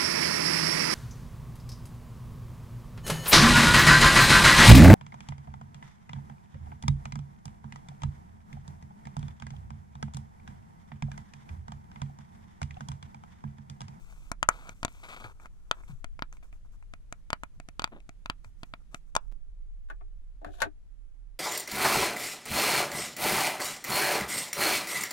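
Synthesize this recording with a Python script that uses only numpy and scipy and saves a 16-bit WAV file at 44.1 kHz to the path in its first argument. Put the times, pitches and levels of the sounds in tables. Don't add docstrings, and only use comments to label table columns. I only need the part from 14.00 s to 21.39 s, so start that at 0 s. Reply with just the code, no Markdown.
import sys
import numpy as np
from scipy import signal
from scipy.fft import rfft, irfft, next_fast_len
from scipy.io import wavfile
from scipy.ndimage import uniform_filter1d

SR = 44100
rng = np.random.default_rng(int(sys.argv[2]) if len(sys.argv) > 2 else 0)


def wav_out(sig):
    wavfile.write(sys.argv[1], SR, np.round(np.clip(np.atleast_2d(sig).T, -1, 1) * 32767).astype(np.int16))


N = 325899

# (pitch [Hz], level [dB], time to fade by 60 dB [s])
CASE_TONES = [(134, 3, 0.0092), (283, -2.5, 0.013), (497.7, -12, 0.018), (688, -7.5, 0.024),
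              (708, 0, 0.018), (927, -7, .035), (1033.4, 9, 0.014), (1270, -8.5, 0.019),
              (1363, -11.5, 0.024), (1257.4, 3, 0.0076), (1500, -2.5, 0.0058), (2390, 0.5, 0.045),
              (3681, -6.5, 0.014), (4720, -5.5, 0.018), (4670, -6, 0.011), (5980, 2.5, 0.013),
              (7140, -1.5, 0.0097)]
CASE_BORDERS = [400, 880, 1180, 1750, 2700, 5200]
# (time [s], strength [dB], finger pad [dB], rim [dB], flat of nail [dB], nail tip [dB])
TAP_HITS = [(0.3165, -30, 2.5, -7, -11.5, -2), (0.4287, -21, -7.5, -9, -8, -7),
            (.4886, -9.5, -14, -22, -26, -7.5), (0.6925, -39.5, 2, -30, -8.5, -6),
            (0.8304, -31.5, 0.5, -5.5, -6, -9), (0.849, -29, 6, 0.5, 2, 0.5),
            (.8807, -46, 4.5, -12, -5, -16), (1.399, -54, -15, -29, -23, -18),
            (1.4575, -44.5, -1.5, -9, -19, -16.5), (1.7122, -20.5, -8.5, -11.5, -5, -10),
            (1.8358, -59.5, -12.5, -4.5, -24, -24), (2.0437, -41.5, 5.5, -9, -0.5, -4),
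            (2.1921, -44.5, -1.5, -2, -4, -15.5), (2.2222, -29.5, -5.5, -6, -1, -21),
            (2.3266, -52, -18, -12, -14, -1), (2.369, -62, -4, -7, -5, -3),
            (2.4271, -70.5, 15, 1.5, -3, -15), (2.528, -59, 6.5, -18, -12, -16),
            (2.826, -62, -9.5, -3, -24.5, -7), (2.9371, -45, 3.5, -14.5, -7.5, -9),
            (3.125, -38.5, 2.5, -11, -7.5, -2.5), (3.3035, -36, -3.5, -5.5, -3, -6.5),
            (3.3301, -26, -1, -6, -1.5, -12), (3.4345, -35, -2, -6, -12, -9),
            (3.5999, -48, 8.5, -6, -4.5, -7), (3.687, -48.5, 7, -10, -2, 0.5),
            (3.7948, -29.5, -4.5, -25, 1.5, -11), (3.82, -38, -3.5, -9, -2, -8),
            (3.8418, -24, -1.5, -9.5, 0.5, -8), (3.8759, -51.5, -3, 0, -13, -14),
            (4.003, -67, 9, -11, 0, 0), (4.092, -48, 8, -35, -5, -4), (4.2588, -39, -2.5, -7, -3.5, -9),
            (4.2989, -32.5, 1, -6, 6, -7), (4.4458, -54, -1, -3.5, -3, -6), (4.6326, -43, 8.5, -4, 1, -6),
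            (4.7376, -38, 1.5, -9, -6.5, -31.5), (4.9451, -36.5, 3, -40, -5.5, -6),
            (5.152, -30.5, -3.5, -6.5, -4, -0.5), (5.1642, -26.5, -1.5, 4, 3, 1)]
# (frequency [Hz], level [dB])
SNAP_COLOUR = [(1500, -28), (1850, -2.5), (2250, 4), (2600, 1.5), (3000, -30)]
CLACK_COLOUR = [(2300, -10.5), (2800, -5), (3600, -5), (4100, -9), (4600, -10), (5200, -17), (5800, -39.5)]
TICK_COLOUR = [(4600, -30.5), (5300, -16.5), (5900, -1.5), (7000, 6.5), (8600, -2), (10000, -11.5),
               (11000, -34.5)]
EDGE_COLOUR = [(9000, -32.5), (10300, 1.5), (12000, -4), (14500, -13), (17000, -25)]
# (start [s], length [s], level [dB], change by the end [dB], skin dryness [dB])
FINGER_STROKES = [(0, .3, -69.5, 0, 0.5), (0.101, 0.024, -71, 2, -5), (0.511, 0.22, -54.5, -6.5, -2),
                  (0.671, 0.032, -56.5, -7.5, -8), (0.744, .09, -76, -0.5, 1), (0.886, 0.14, -68, 2, 2),
                  (1.033, 0.055, -46, -15, 0), (1.087, 0.063, -48, -2, 1), (1.162, 0.036, -49.5, -12, 0.5),
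                  (1.2, 0.04, -47, -9, -2), (1.241, 0.031, -45.5, -6.5, -3), (1.28, 0.04, -58, -2, -4),
                  (1.326, 0.11, -77.5, 4, -6.5), (1.4, 0.067, -65, 5.5, -5.5), (1.5, .2, -81, 4, -7.5),
                  (1.738, 0.072, -65.5, 7.5, -7), (1.821, 0.05, -71, -4, -2.5),
                  (1.878, 0.04, -60, -2.5, -1), (1.927, 0.09, -72.5, -13, -3.5),
                  (2.33, 0.057, -60.5, -25, -3), (2.429, 0.077, -60.5, -31, -3.5),
                  (2.524, 0.053, -63.5, -20, -5.5), (2.649, .015, -68.5, -1, -10.5),
                  (2.72, 0.037, -73.5, -0.5, -3.5), (3.151, 0.058, -78, -8, -11),
                  (3.538, 0.028, -77.5, -1, -10), (4.44, 0.057, -68, -13.5, -2.5),
                  (4.586, 0.04, -81.5, -2.5, -2.5), (4.654, 0.048, -75, -6, -3.5),
                  (4.803, 0.018, -71, -7.5, -12), (4.913, .04, -71, 13, -5.5), (4.955, 0.025, -73, -5, 1.5),
                  (5.063, 0.037, -83, -0.5, -3), (5.206, 0.077, -70, -8, -10), (5.311, 0.037, -82, -4, -9)]
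RUB_DRIVE = [-34, -23, -6, 10, -14.5, -29.5, -27]
# (time [s], level [dB])
GRIP_RUMBLE = [(0.0, -54), (0.07, -66.5), (0.43, -62.5), (0.98, -67.5), (1.29, -80), (1.44, -68),
               (1.67, -78.5), (1.83, -69.5), (2.77, -73.5), (3.89, -73), (4.29, -72.5), (4.51, -70.5),
               (5.17, -72), (5.4, -68.5)]
# (time [s], level [dB])
GRIP_CREAK = [(3.91, -75), (3.928, -43.5), (3.958, -60), (3.964, -46.5), (4.03, -91)]
# (time [s], level [dB], starting pitch [Hz])
PAD_BUMPS = [(1.243, -38.5, 111), (1.895, -36, 160), (1.928, -36.5, 136), (3.574, -49, 146.5),
             (4.458, -42, 87.5)]
# (pitch [Hz], level [dB], time to fade by 60 dB [s])
TRAY_TONES = [(85.5, 1, 0.14), (303.6, 2.5, 0.098), (384.4, -3, 0.15), (583, -3.5, 0.056),
              (702, 9.5, 0.033), (760, -6, 0.035), (930, -8.5, 0.037), (1047, -9.5, 0.017),
              (1152, 3.5, 0.011), (1452, -9.5, 0.021), (1555, 0, 0.014), (1730, -27, 0.011),
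              (1694, -4.5, 0.014), (2050, -30, 0.069), (2370, -5, 0.0086)]
# (time [s], level [dB], boom [dB], hollow ring [dB], clatter [dB], rattle time [s])
TRAY_KNOCKS = [(5.887, -59, -30.5, -24.5, -10.5, 0.011), (5.9, -36, -20, -19, -19, 0.0084),
               (6.008, -51, -9, -5, -34, 0.0065), (6.416, -60.5, 12, 14.5, -14, 0.011),
               (6.446, -37, -29, -4.5, -12, 0.0022), (6.462, -47, 8, 6, -19, 0.018),
               (6.536, -55, -3, 2, -17, 0.036), (6.584, -49, -22, -4, -10, 0.024),
               (6.603, -36, -26, -23, -2.5, 0.011), (6.618, -18, -26, -10.5, -7, 0.0088),
               (6.653, -43, 4.5, 2.5, -36, 0.01)]
# (frequency [Hz], level [dB])
CLATTER_COLOUR = [(1800, -26), (2500, -1), (3700, 3), (5200, -8), (7300, -2.5), (9000, -14), (10400, -4.5),
                  (12500, -14), (16000, -35)]
# (time [s], level [dB])
HANDLE_SLIDE = [(6.46, -73), (6.502, -77.5), (6.552, -63.5), (6.596, -72), (6.6, -70)]
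# (time [s], level [dB])
TINY_CLICKS = [(5.317, -52.5), (5.324, -47.5)]
# (time [s], level [dB], left minus right [dB])
RUMBLE_SWELLS = [(0.0, -55, 20), (0.18, -49.5, -6), (1.09, -55.5, 5), (1.67, -51.5, 0.5), (2.08, -45, 14.5),
                 (2.16, -48.5, -2.5), (2.96, -50, 9.5), (3.07, -52.5, 1.5), (4.98, -53.5, -5.5),
                 (5.29, -46, -11.5), (5.72, -44, 2.5), (6.36, -47.5, -3.5), (6.46, -50, 3.0),
                 (6.52, -48, -5), (6.85, -53.5, 7.5), (6.89, -53, -5), (7.33, -50.5, -8), (7.39, -60, 1)]
# (frequency [Hz], level [dB])
RUMBLE_COLOUR = [(10, -8), (20, -2), (28, -3), (36, -0.5), (43, -7.5), (52, -25.5), (62, -39.5)]
HISS_COLOUR = [(45, -33.5), (62, -20.5), (120, -29), (200, -38), (400, -46), (900, -52), (2000, -55.5),
               (2400, -57.5), (5200, -63.5), (6500, -62.5), (8000, -64.5), (11500, -67), (12500, -73.5),
               (16000, -87.5)]
NEAR_HISS_BOOST = [(70, 6), (200, 2.5), (600, 1.5), (3000, 2.5), (12000, 4)]


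def case_taps():
    out = np.zeros((2, N))
    count = len(TAP_HITS)
    group = np.searchsorted(CASE_BORDERS, np.array(CASE_TONES)[:, 0])
    chance = rng.standard_normal((count, 2, len(CASE_TONES)))
    clacks = bursts(CLACK_COLOUR, count, shared=.79) * (fade(.0087) + undb(-31) * fade(.028))
    snaps = bursts(SNAP_COLOUR, count, shared=.17) * (fade(.019) + undb(-21.5) * fade(.06))
    ticks = bursts(TICK_COLOUR, count, shared=.54) * (fade(.0067) + undb(-27.5) * fade(.04))
    edges = bursts(EDGE_COLOUR, count, shared=.33) * (fade(.0084) + undb(-28) * fade(.033))
    ring_rise, noise_rise = (1 - fade(.001)) ** 2, (1 - fade(.00098)) ** 2
    for i, (start, strength, pad, rim, clack, tick) in enumerate(TAP_HITS):
        snap = -48 + .63 * (strength + 38) + .22 * pad - strength
        edge = tick - 12.5 - .067 * (strength + 40.5)
        group_db = np.array([pad + 3, pad - 2.5, rim + 3, 6, snap + 1.5, clack - 1.5, tick - 1.5])
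        gains = undb(group_db[group] + 1.2 * chance[i, 0])
        ring = gains @ rings(CASE_TONES, .006 * chance[i, 1], np.full(len(CASE_TONES), np.pi))
        noise = undb(snap + 6.5) * snaps[i] + undb(clack + 9) * clacks[i] + undb(tick + 8.5) * ticks[i]
        tap = ring_rise * ring + noise_rise * noise + undb(edge + 3.5) * edges[i]
        add(out, start, undb(strength) * tap)
    left = undb(1) * out[0]
    right = undb(-1) * far_ear(out[1], shadow_hz=3000, shadow_db=-3)
    right -= (1 - undb(-4)) * band(right, 49, 510)
    return np.array([left, right]) + undb(-26) * room_echo(left, fade_s=.08, top_hz=2500)


def case_rubs():
    damped = np.array(CASE_TONES) * [1, 1, .6]
    drive = undb(RUB_DRIVE)[np.searchsorted(CASE_BORDERS, damped[:, 0])]
    ring = drive @ rings(damped, np.zeros(len(damped)), np.zeros(len(damped)))
    grit = slips(.05, 2)
    flutter = undb(4 + 2.1 * unit(band(rng.standard_normal(N), 17, 70)))
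    rub = unit(signal.fftconvolve(grit, ring)[:N]) * stroke_gain(lambda db, dryness: db) * flutter
    scratch = unit(shaped(SNAP_COLOUR[:4] + CLACK_COLOUR[1:], grit))
    scratch *= stroke_gain(lambda db, dryness: db + dryness + 3.5)
    bright = [(4000, -33), (5200, -9.5), (6000, -6.5), (7900, -6), (10500, -14.5), (13500, -14),
              (16000, -24)]
    skin = np.array([unit(shaped(bright, slips(.15, 2))) for _ in range(2)]) * undb([[3], [-.1]])
    skin *= stroke_gain(lambda db, dryness: -69 + .45 * (db + 61.5) + dryness)
    hand = unit(band(rng.standard_normal(N) + .61 * rng.standard_normal((2, N)), 110, 190))
    hand *= undb([[2.5], [-4]]) * gain_curve([GRIP_RUMBLE])
    dull = [(120, -4.5), (250, 9.5), (600, 1.5), (1200, -5), (3800, -19.5), (5000, -45)]
    creak = unit(shaped(dull, slips(.04, 3.4))) * gain_curve([GRIP_CREAK]) * undb(4)
    case = rub + scratch + creak
    right = undb(-4.5) * far_ear(case, shadow_hz=2980, shadow_db=-1)
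    return np.array([undb(-1.04) * case, right]) + skin + hand


def stroke_gain(level, release_s=.01):
    curves = []
    for start, length, db, change, dryness in FINGER_STROKES:
        end, end_db = start + length, level(db + change, dryness)
        curves.append([(start, level(db, dryness)), (end, end_db), (end + release_s, end_db - 11)])
    return gain_curve(curves)


def pad_bumps():
    out = np.zeros(N)
    t = np.arange(SR // 8) / SR
    for start, db, hz in PAD_BUMPS:
        tone = np.sin(2 * np.pi * hz * t * (1 - .64 * t))
        add(out, start, undb(db) * (1 - fade(.018)) * fade(.12) * tone)
    return out * undb([[2.5], [-2.5]])


def brush_tray():
    out = np.zeros((2, N))
    group = np.searchsorted([450, 800], np.array(TRAY_TONES)[:, 0])
    t = np.arange(SR // 16) / SR
    count = len(TRAY_KNOCKS)
    chance = rng.standard_normal((count, 3, len(TRAY_TONES)))
    contacts = rng.standard_normal((count, 2, len(t)))
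    clatters = bursts(CLATTER_COLOUR, count, shared=.13)
    for i, (start, db, boom, hollow, clatter_db, rattle_s) in enumerate(TRAY_KNOCKS):
        loudness, detune, phase = chance[i]
        trigger, size = contacts[i]
        rattle = .5 * (trigger > 1.6) * size * np.exp(-t / rattle_s)
        rattle[0] = 1
        clatter = clatters[i] * (fade(.036) + .89 * fade(8 * rattle_s))
        for ear in range(2):
            at = start + (1 - ear) * 25 / SR
            tones = rings(TRAY_TONES, .008 * detune, np.pi + ear * 1.5 * phase)
            tones *= undb(1.5 * loudness)[:, None] * (1 - fade(.0066))
            for k, part_db in enumerate((boom + 3, hollow + 1.3, -.5)):
                ring = unit(signal.fftconvolve(tones[group == k].sum(axis=0), rattle))
                add(out[ear], at, ring * undb(db + part_db - 14 - 8.3 * ear))
            add(out[ear], at, clatter[ear] * undb(db + clatter_db - 5 - 9.5 * ear))
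    scrape = np.array([unit(shaped(CLATTER_COLOUR, slips(.058, 2.2))) for _ in range(2)])
    scrape *= gain_curve([HANDLE_SLIDE]) * undb([[3], [-3]])
    return out + scrape + undb(-13) * room_echo(out[0], fade_s=.076, top_hz=4000)


def clicks():
    out = np.zeros(N)
    for start, db in TINY_CLICKS:
        add(out, start, undb(db) * np.exp(-np.arange(200) / 29))
    return out * undb([[-2], [7]])


def rumble(waver=.42):
    t = np.arange(N) / SR
    times, db, pan_db = np.transpose(RUMBLE_SWELLS)
    both, left, right = (unit(shaped(RUMBLE_COLOUR)) for _ in range(3))
    wave = signal.hilbert(np.array([both + 1.8 * left, both + 3.9 * right]), next_fast_len(N))[:, :N]
    steadier = np.real(wave / (np.abs(wave) + .1) ** (1 - waver))
    pan = np.interp(t, times, pan_db) / 2
    low = unit(steadier) * undb(np.interp(t, times, db) + 5 + np.array([pan, -pan]))
    return signal.sosfilt(signal.butter(6, 52, fs=SR, output="sos"), low)


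def hiss(level_db=-69, hands_leave_s=5.05):
    hz, db = np.transpose(HISS_COLOUR)
    boost_hz, boost_db = np.transpose(NEAR_HISS_BOOST)
    near_colour = np.transpose([hz, db + np.interp(np.log(hz), np.log(boost_hz), boost_db)])
    close = uniform_filter1d(1. * (np.arange(N) < hands_leave_s * SR), size=2000)
    ears = []
    for _ in range(2):
        far, near = shaped(HISS_COLOUR), shaped(near_colour)
        gain = undb(level_db) / np.sqrt(np.mean(band(far, 100, 16000) ** 2))
        ears.append(gain * (far * np.sqrt(1 - close) + near * np.sqrt(close)))
    return np.array(ears)


def room_echo(x, fade_s, top_hz):
    t = np.arange(SR // 4) / SR
    tail = band(rng.standard_normal((2, len(t))), 170, top_hz)
    tail *= np.exp(-np.log(1000) * t / fade_s) * (1 - np.exp(-t / .0013))
    return signal.fftconvolve(x[None], tail / np.sqrt(np.sum(tail ** 2) / 2), axes=1)[:, :N]


def far_ear(x, shadow_hz, shadow_db, lag_samples=9):
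    low = signal.lfilter(*signal.butter(1, shadow_hz, fs=SR), x)
    return np.pad(low + undb(shadow_db) * (x - low), (lag_samples, 0))[:N]


def rings(tones, detune, phase):
    hz, db, fade_s = np.transpose(tones)[:, :, None]
    t = np.arange(SR // 8) / SR
    return undb(db) * np.sin(2 * np.pi * hz * (1 + detune[:, None]) * t + phase[:, None]) * fade(fade_s)


def slips(share, spread_db):
    trigger, side, size = rng.random((3, N))
    return unit((trigger < share) * np.sign(side - .5) * undb(-spread_db * np.log(1 - size)))


def bursts(colour, count, shared):
    noise = rng.standard_normal((count, 3, SR // 8))
    return unit(shaped(colour, np.sqrt(shared) * noise[:, :1] + np.sqrt(1 - shared) * noise[:, 1:]))


def shaped(colour, source=None):
    x = rng.standard_normal(N) if source is None else source
    n = x.shape[-1]
    hz, db = np.transpose(colour)
    freqs = np.maximum(np.arange(n // 2 + 1) * SR / n, 1)
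    return irfft(rfft(x) * undb(np.interp(np.log(freqs), np.log(hz), db)), n)


def gain_curve(curves):
    t, gain = np.arange(N) / SR, np.zeros(N)
    for rows in curves:
        times, db = np.transpose(rows)
        gain += undb(np.interp(t, times, db)) * (t >= times[0]) * (t < times[-1])
    return uniform_filter1d(gain, size=200)


def fade(fade_s):
    return np.exp(-np.log(1000) * np.arange(SR // 8) / SR / fade_s)


def band(x, low_hz, high_hz):
    return signal.sosfilt(signal.butter(2, [low_hz, high_hz], "bandpass", fs=SR, output="sos"), x)


def add(out, start_s, x):
    i = int(start_s * SR)
    out[..., i:i + x.shape[-1]] += x[..., :N - i]


def undb(db):
    return 10 ** (np.asarray(db, float) / 20)


def unit(x):
    return x / np.sqrt(np.mean(x ** 2))


def scene():
    return case_taps() + case_rubs() + pad_bumps() + brush_tray() + clicks() + rumble() + hiss()


def record(dry):
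    ceiling, top_hz = .7, 16500
    rounded = ceiling * np.tanh(dry / ceiling)
    return signal.sosfilt(signal.ellip(14, .2, 100, top_hz, fs=SR, output="sos"), rounded)


dry = scene()
out = record(dry)
wav_out(out)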